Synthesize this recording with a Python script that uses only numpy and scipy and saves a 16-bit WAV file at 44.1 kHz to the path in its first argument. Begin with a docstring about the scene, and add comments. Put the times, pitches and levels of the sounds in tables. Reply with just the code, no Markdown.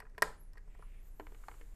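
"""Snapping a helmet's chinstrap shut

Fingers press a plastic buckle onto its post: a small click, then one sharp snap that rings the helmet's shell
and the room. The strap ticks before and after the snap, skin slides over the glossy shell with a thin gliding
hiss, and the helmet knocks softly on the table as it is turned. A low room rumble lies underneath."""
import sys
import numpy as np
from scipy import signal
from scipy.fft import rfft, irfft
from scipy.io import wavfile

SR = 44100
rng = np.random.default_rng(int(sys.argv[2]) if len(sys.argv) > 2 else 0)


def store_pcm(level_fs):
    """Save levels as 16-bit WAV."""
    pcm = np.round(np.clip(level_fs, -1, 1) * 32767).astype(np.int16)
    wavfile.write(sys.argv[1], SR, np.atleast_2d(pcm).T)


N = 77175
TIME = np.arange(N) / SR

# The buckle's hits, each a rounded push plus a hard click:
# t/s, push level/dB, push centre f/Hz, push width/octaves, click level/dB
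SNAP_HITS = [(0.1803, -24, 1000, 2.5, -28.5), (0.1821, -24.5, 1000, 3.5, -33.5),
             (0.1854, -28.5, 1750, 0.87, -39.5), (0.2219, -2.5, 815, 1.81, -1), (0.224, 0, 1020, 0.8, -13),
             (0.2257, 2.47, 1650, 0.35, -13)]
# Tones the shell rings with: f/Hz, level/dB, ring time/s (the time to fade by 60 dB)
SHELL_TONES = [(165.8, -33.5, 0.3), (438.2, -28, 0.09), (626, -41.5, .051), (718, -31, .058),
               (781, -33.5, .045), (853, -36.5, 0.049), (995, -25.5, 0.046), (1073, -26.5, 0.034),
               (1339, -31, 0.022), (1682, -19.5, .017), (1878, -16.5, 0.019), (2256, -36, 0.038),
               (2465, -26.5, 0.027)]
# Tones of the post and its socket: f/Hz, level/dB, ring time/s
POST_TONES = [(4490, -32.5, 0.013), (5070, -30, 0.0036), (5460, -31, 0.015), (8480, -32.5, 0.015),
              (10420, -30, .008), (12400, -34.5, 0.01)]
# Colour (loudness from bass to treble) of the post's crowd of weaker tones: f/Hz, level/dB
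POST_COLOUR = [(800, -18), (3200, -19), (5000, 4.5), (6500, -10.5), (8200, -1), (9400, -8.5), (12000, 0),
               (15000, -23)]
def buckle_snap():
    """The buckle catches, jumps over the post and seats, ringing both post and shell."""
    return contacts(SNAP_HITS, SHELL_TONES, POST_TONES, POST_COLOUR, crowd_db=-28.5, spread_db=0)


# Strap and buckle ticks: t/s, push level/dB, push centre f/Hz, push width/octaves, click level/dB
TICK_HITS = [(0.002, -23.5, 1620, 2.3, -27), (0.02, -25.5, 1350, 0.53, -61), (0.029, -26.5, 425, 0.79, -57),
             (0.052, -33, 1410, 0.76, -60), (0.067, -31, 1310, 0.45, -60), (0.0972, -49.5, 1900, 1, -49),
             (0.148, -42.5, 1794, .8, -56.5), (0.534, -43, 1860, 2.53, -37), (0.5549, -35, 1105, 1.1, -54),
             (0.571, -31.5, 431, 0.64, -52), (0.573, -28, 1685, 0.46, -48),
             (0.5794, -32.5, 1790, 0.56, -39), (0.677, -37.5, 430, 1.5, -53), (0.748, -38.5, 993, 2.2, -46),
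             (0.792, -29.5, 440, 1.1, -52), (0.8229, -21.5, 1243, 0.32, -47.5)]
def strap_ticks():
    """The strap scuffs rather than strikes, so each push takes a moment to swell."""
    return contacts(TICK_HITS, SHELL_TONES, POST_TONES, POST_COLOUR, rise_s=.002)


# Knocks on the table: t/s, push level/dB, push centre f/Hz, push width/octaves, click level/dB
KNOCK_HITS = [(1.198, -17, 514, 1.3, -35.5), (1.206, -29.5, 920, 1.9, -52), (1.2681, -29, 2030, 3.5, -43),
              (1.321, -30.5, 410, 1.3, -51), (1.347, -37, 1800, 2.6, -40.5), (1.437, -28, 1380, 0.33, -52),
              (1.484, -15, 930, 0.64, -33.5), (1.514, -30.5, 1323, 1.8, -51),
              (1.541, -34.5, 1240, 0.99, -49), (1.61, -29, 343, .8, -59), (1.613, -33, 2200, 1.03, -41.5)]
# Tones of the helmet and face guard against the table: f/Hz, level/dB, ring time/s
GUARD_TONES = [(306, -38.5, 0.36), (418.3, -25.5, 0.087), (460, -35.5, 0.14), (940, -22.5, 0.015),
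               (1179, -32, 0.044), (1812, -25.5, 0.023), (2193, -27, 0.037), (3000, -41.5, 0.033)]
# High tones that give the knocks a hard edge: f/Hz, level/dB, ring time/s
EDGE_TONES = [(2990, -21.5, 0.015), (3390, -29, 0.013), (4280, -26, 0.012), (7170, -26.5, .011)]
# Colour of the weaker tones in that edge: f/Hz, level/dB
EDGE_COLOUR = [(800, -26), (3000, 5), (4600, -4), (5700, -3), (7500, -2), (12000, -8), (15000, -20)]
def table_knocks():
    """The helmet and its face guard bump the table as they are turned."""
    return contacts(KNOCK_HITS, GUARD_TONES, EDGE_TONES, EDGE_COLOUR)


# Colour of the weak tones between the shell's main ones: f/Hz, level/dB
SHELL_COLOUR = [(150, -8.5), (250, -9.5), (400, -3.5), (950, 0), (1900, -2), (2800, -11.5), (5000, -31),
                (15000, -65.5)]
def contacts(hits, push_tones, click_tones, click_colour, crowd_db=-21, spread_db=3.5, rise_s=1 / SR):
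    """Each hit gives the helmet a rounded push and its fittings a hard click."""
    # The defaults suit light hits, which land anywhere: more of the weak tones, and uneven main ones.
    out = np.zeros(2 * N)
    for start_s, push_db, centre_hz, octaves, click_db in hits:
        edge_ratio = 2 ** (max(octaves, .1) / 2)
        edges_hz = [centre_hz / edge_ratio, min(centre_hz * edge_ratio, SR / 3)]
        band = signal.butter(1, edges_hz, "band", fs=SR, output="sos")
        ring = struck_part(push_tones, spread_db, SHELL_COLOUR, crowd_db, crowd_fade_s=.04)
        swell = 1 - np.exp(-TIME[:len(ring)] / rise_s)
        push = signal.sosfilt(band, ring) * swell
        click = struck_part(click_tones, spread_db, click_colour, crowd_db=-28.5, crowd_fade_s=.024)
        start = int(start_s * SR)
        out[start:start + len(push)] += from_db(push_db) * push + from_db(click_db) * click
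    return out[:N]


def struck_part(tones, spread_db, crowd_colour, crowd_db, crowd_fade_s, size=16384):
    """A struck part rings with its main tones and a fast-dying crowd of weak ones, new for every hit."""
    ring = np.zeros(size)
    for hz, db, ring_s in tones:
        strength = from_db(db + spread_db * rng.standard_normal())
        ring += strength * decay(ring_s, size) * np.sin(2 * np.pi * hz * TIME[:size])
    return ring + from_db(crowd_db) * weak_tones(crowd_colour, crowd_fade_s, size)


def weak_tones(colour, fade_s, size):
    """Many weak tones blur into one short burst with no gaps between their pitches."""
    envelope = decay(fade_s, size)
    phases = np.angle(rfft(envelope * rng.standard_normal(size)))
    even = irfft(np.exp(1j * phases), size)  # every frequency equally strong
    burst = tint(even, colour) * decay(4 * fade_s, size)  # a slower second fade quiets the tail
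    return burst * np.linalg.norm(envelope) / np.linalg.norm(burst)


# Path of the sliding skin's whistle: t/s, f/Hz, level/dB
SLIDE_PATH = [(0.34, 8200, -99), (0.375, 9450, -81), (0.41, 11520, -69.5), (0.47, 9900, -81.5),
              (0.53, 7850, -98), (0.62, 7450, -105), (0.69, 8300, -89), (0.735, 7060, -90.5),
              (0.79, 9200, -85.5), (0.845, 10850, -77.5), (0.9, 8130, -91.5), (0.99, 10100, -82.5),
              (1.075, 14150, -78), (1.125, 10380, -81.5), (1.18, 12600, -78.5), (1.3, 13200, -82.5),
              (1.5, 13400, -94)]
def skin_slide():
    """Skin on the glossy shell makes a thin, hissy whistle whose pitch follows the sliding speed."""
    hz, level_db = in_time(SLIDE_PATH)
    whistle = gliding_band(hz, width_hz=460)
    hiss = gliding_band(hz + 270, width_hz=950)  # wider, and just above the whistle
    return from_db(level_db) * (whistle + from_db(-4) * hiss)


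def gliding_band(hz, width_hz):
    """A narrow band of noise whose centre follows a pitch curve."""
    smoothing = signal.butter(2, width_hz / 2, fs=SR, output="sos")
    wander = signal.sosfilt(smoothing, rng.standard_normal((2, N)))
    phase = 2 * np.pi * np.cumsum(hz) / SR
    return (wander[0] * np.cos(phase) + wander[1] * np.sin(phase)) / wander.std()


# Loudness of the brushing: t/s, level/dB
BRUSH_LEVELS = [(0, -101.5), (0.6, -90.5), (0.8, -82.5), (1.0, -82), (1.07, -73), (1.13, -79), (1.3, -73.5),
                (1.52, -67.5), (1.75, -75.5)]
# Its colour: f/Hz, level/dB
BRUSH_HISS = [(1500, 4), (4000, -5), (5600, -8), (7200, 3), (9200, -2.5), (11500, -2), (13500, -2),
              (15000, -11.5)]
def hand_brush():
    """Hands brush the helmet with a broad hiss."""
    return from_db(in_time(BRUSH_LEVELS)[0]) * noise(BRUSH_HISS)


# Loudness of the rubbing: t/s, level/dB
RUB_LEVELS = [(0.62, -100), (0.71, -78.5), (0.9, -73.5), (1.0, -74.5), (1.08, -101.5), (1.75, -92)]
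# Its colour: f/Hz, level/dB
RUB_HISS = [(1000, -17), (1900, 4), (2350, 4.5), (3300, -4.5), (4200, -16), (11500, -30), (12100, -3),
            (12700, -26.5)]
def finger_rub():
    """Fingers leave the strap with a duller rub."""
    return from_db(in_time(RUB_LEVELS)[0]) * noise(RUB_HISS)


# Colour of the snap on its way to the walls: f/Hz, level/dB
SPILL_COLOUR = [(130, -16), (260, -9), (420, -1.5), (900, 1), (1900, 0.5), (2800, -16), (5000, -16),
                (8300, -15), (12500, -20.5), (15000, -31.5)]
def snap_spill():
    """The snap leaves the curved shell in all directions, so the walls get clicks of smoother colour."""
    clicks = np.zeros(N)
    for start_s, *_, click_db in SNAP_HITS:
        clicks[int(start_s * SR)] += from_db(click_db + 14.5)
    return tint(clicks, SPILL_COLOUR)


# Colour of the room's echo: f/Hz, level/dB
ECHO_COLOUR = [(120, 11.5), (450, 2.5), (1000, 2), (1800, -1.5), (3200, 2), (8000, 0), (14000, -3.5)]
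def room_echo(sound):
    """The walls return a blurred echo a moment later; its treble dies slightly sooner."""
    bass_ring_s, treble_ring_s, split_hz, delay_s = .33, .32, 2300, .0051
    tail = tint(rng.standard_normal(N), ECHO_COLOUR)
    bass = signal.sosfilt(signal.butter(1, split_hz, fs=SR, output="sos"), tail)
    treble = tail - bass
    echo = (bass * decay(bass_ring_s) + treble * decay(treble_ring_s)) * (TIME > delay_s)
    echo /= np.linalg.norm(decay(bass_ring_s))
    return from_db(-15) * signal.fftconvolve(sound, echo)[:N]


# Colour of the room's rumble: f/Hz, level/dB
RUMBLE_COLOUR = [(10, -2.5), (30, 1.5), (50, -9.5), (80, -15.5), (130, -22), (230, -30.5), (600, -57.5),
                 (2000, -83.5)]
# Colour of its faint hiss: f/Hz, level/dB
AIR_COLOUR = [(100, 4), (400, 8), (1000, -4), (2000, -4.5), (3200, -17.5), (7000, -14.5), (13000, -22),
              (15000, -35.5)]
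def room_background():
    """A steady deep hum stands out of a low rumble and a faint hiss."""
    hum_hz = 30.4
    hum = from_db(-49.5) * np.sin(2 * np.pi * hum_hz * TIME)
    return hum + from_db(-53) * noise(RUMBLE_COLOUR) + from_db(-73.5) * noise(AIR_COLOUR)


def from_db(db):
    """Turn decibels into a number to multiply by."""
    return 10 ** (np.asarray(db) / 20)


def in_time(rows):
    """Join a table's points with straight lines: one curve for each column after the time."""
    times, *columns = np.transpose(rows)
    return [np.interp(TIME, times, column) for column in columns]


def tint(sound, colour):
    """Turn each frequency up or down as a colour table says."""
    hz, db = np.transpose(colour)
    bins_hz = np.maximum(np.fft.rfftfreq(len(sound), 1 / SR), 1)
    gains = from_db(np.interp(np.log(bins_hz), np.log(hz), db))
    return irfft(rfft(sound) * gains, len(sound))


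def noise(colour):
    """Coloured noise with a typical size (rms) of 1."""
    hiss = tint(rng.standard_normal(N), colour)
    return hiss / hiss.std()


def decay(ring_s, size=N):
    """A fade that loses 60 dB in ring_s seconds."""
    return np.exp(-np.log(1000) * TIME[:size] / ring_s)


def scene():
    """Helmet and hands in a quiet room, heard directly and off the walls."""
    snap = buckle_snap()
    handling = strap_ticks() + table_knocks()
    skin = skin_slide() + hand_brush() + finger_rub()
    background = room_background()
    to_walls = snap_spill() + from_db(-7) * snap + handling + from_db(1.5) * skin
    return (snap + handling + skin + room_echo(to_walls) + background)[None]


def record(dry):
    """The very highest treble is cut off steeply."""
    cutoff_hz = 15200
    return signal.sosfilt(signal.ellip(10, .2, 70, cutoff_hz, fs=SR, output="sos"), dry)


dry = scene()
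out = record(dry)
store_pcm(out)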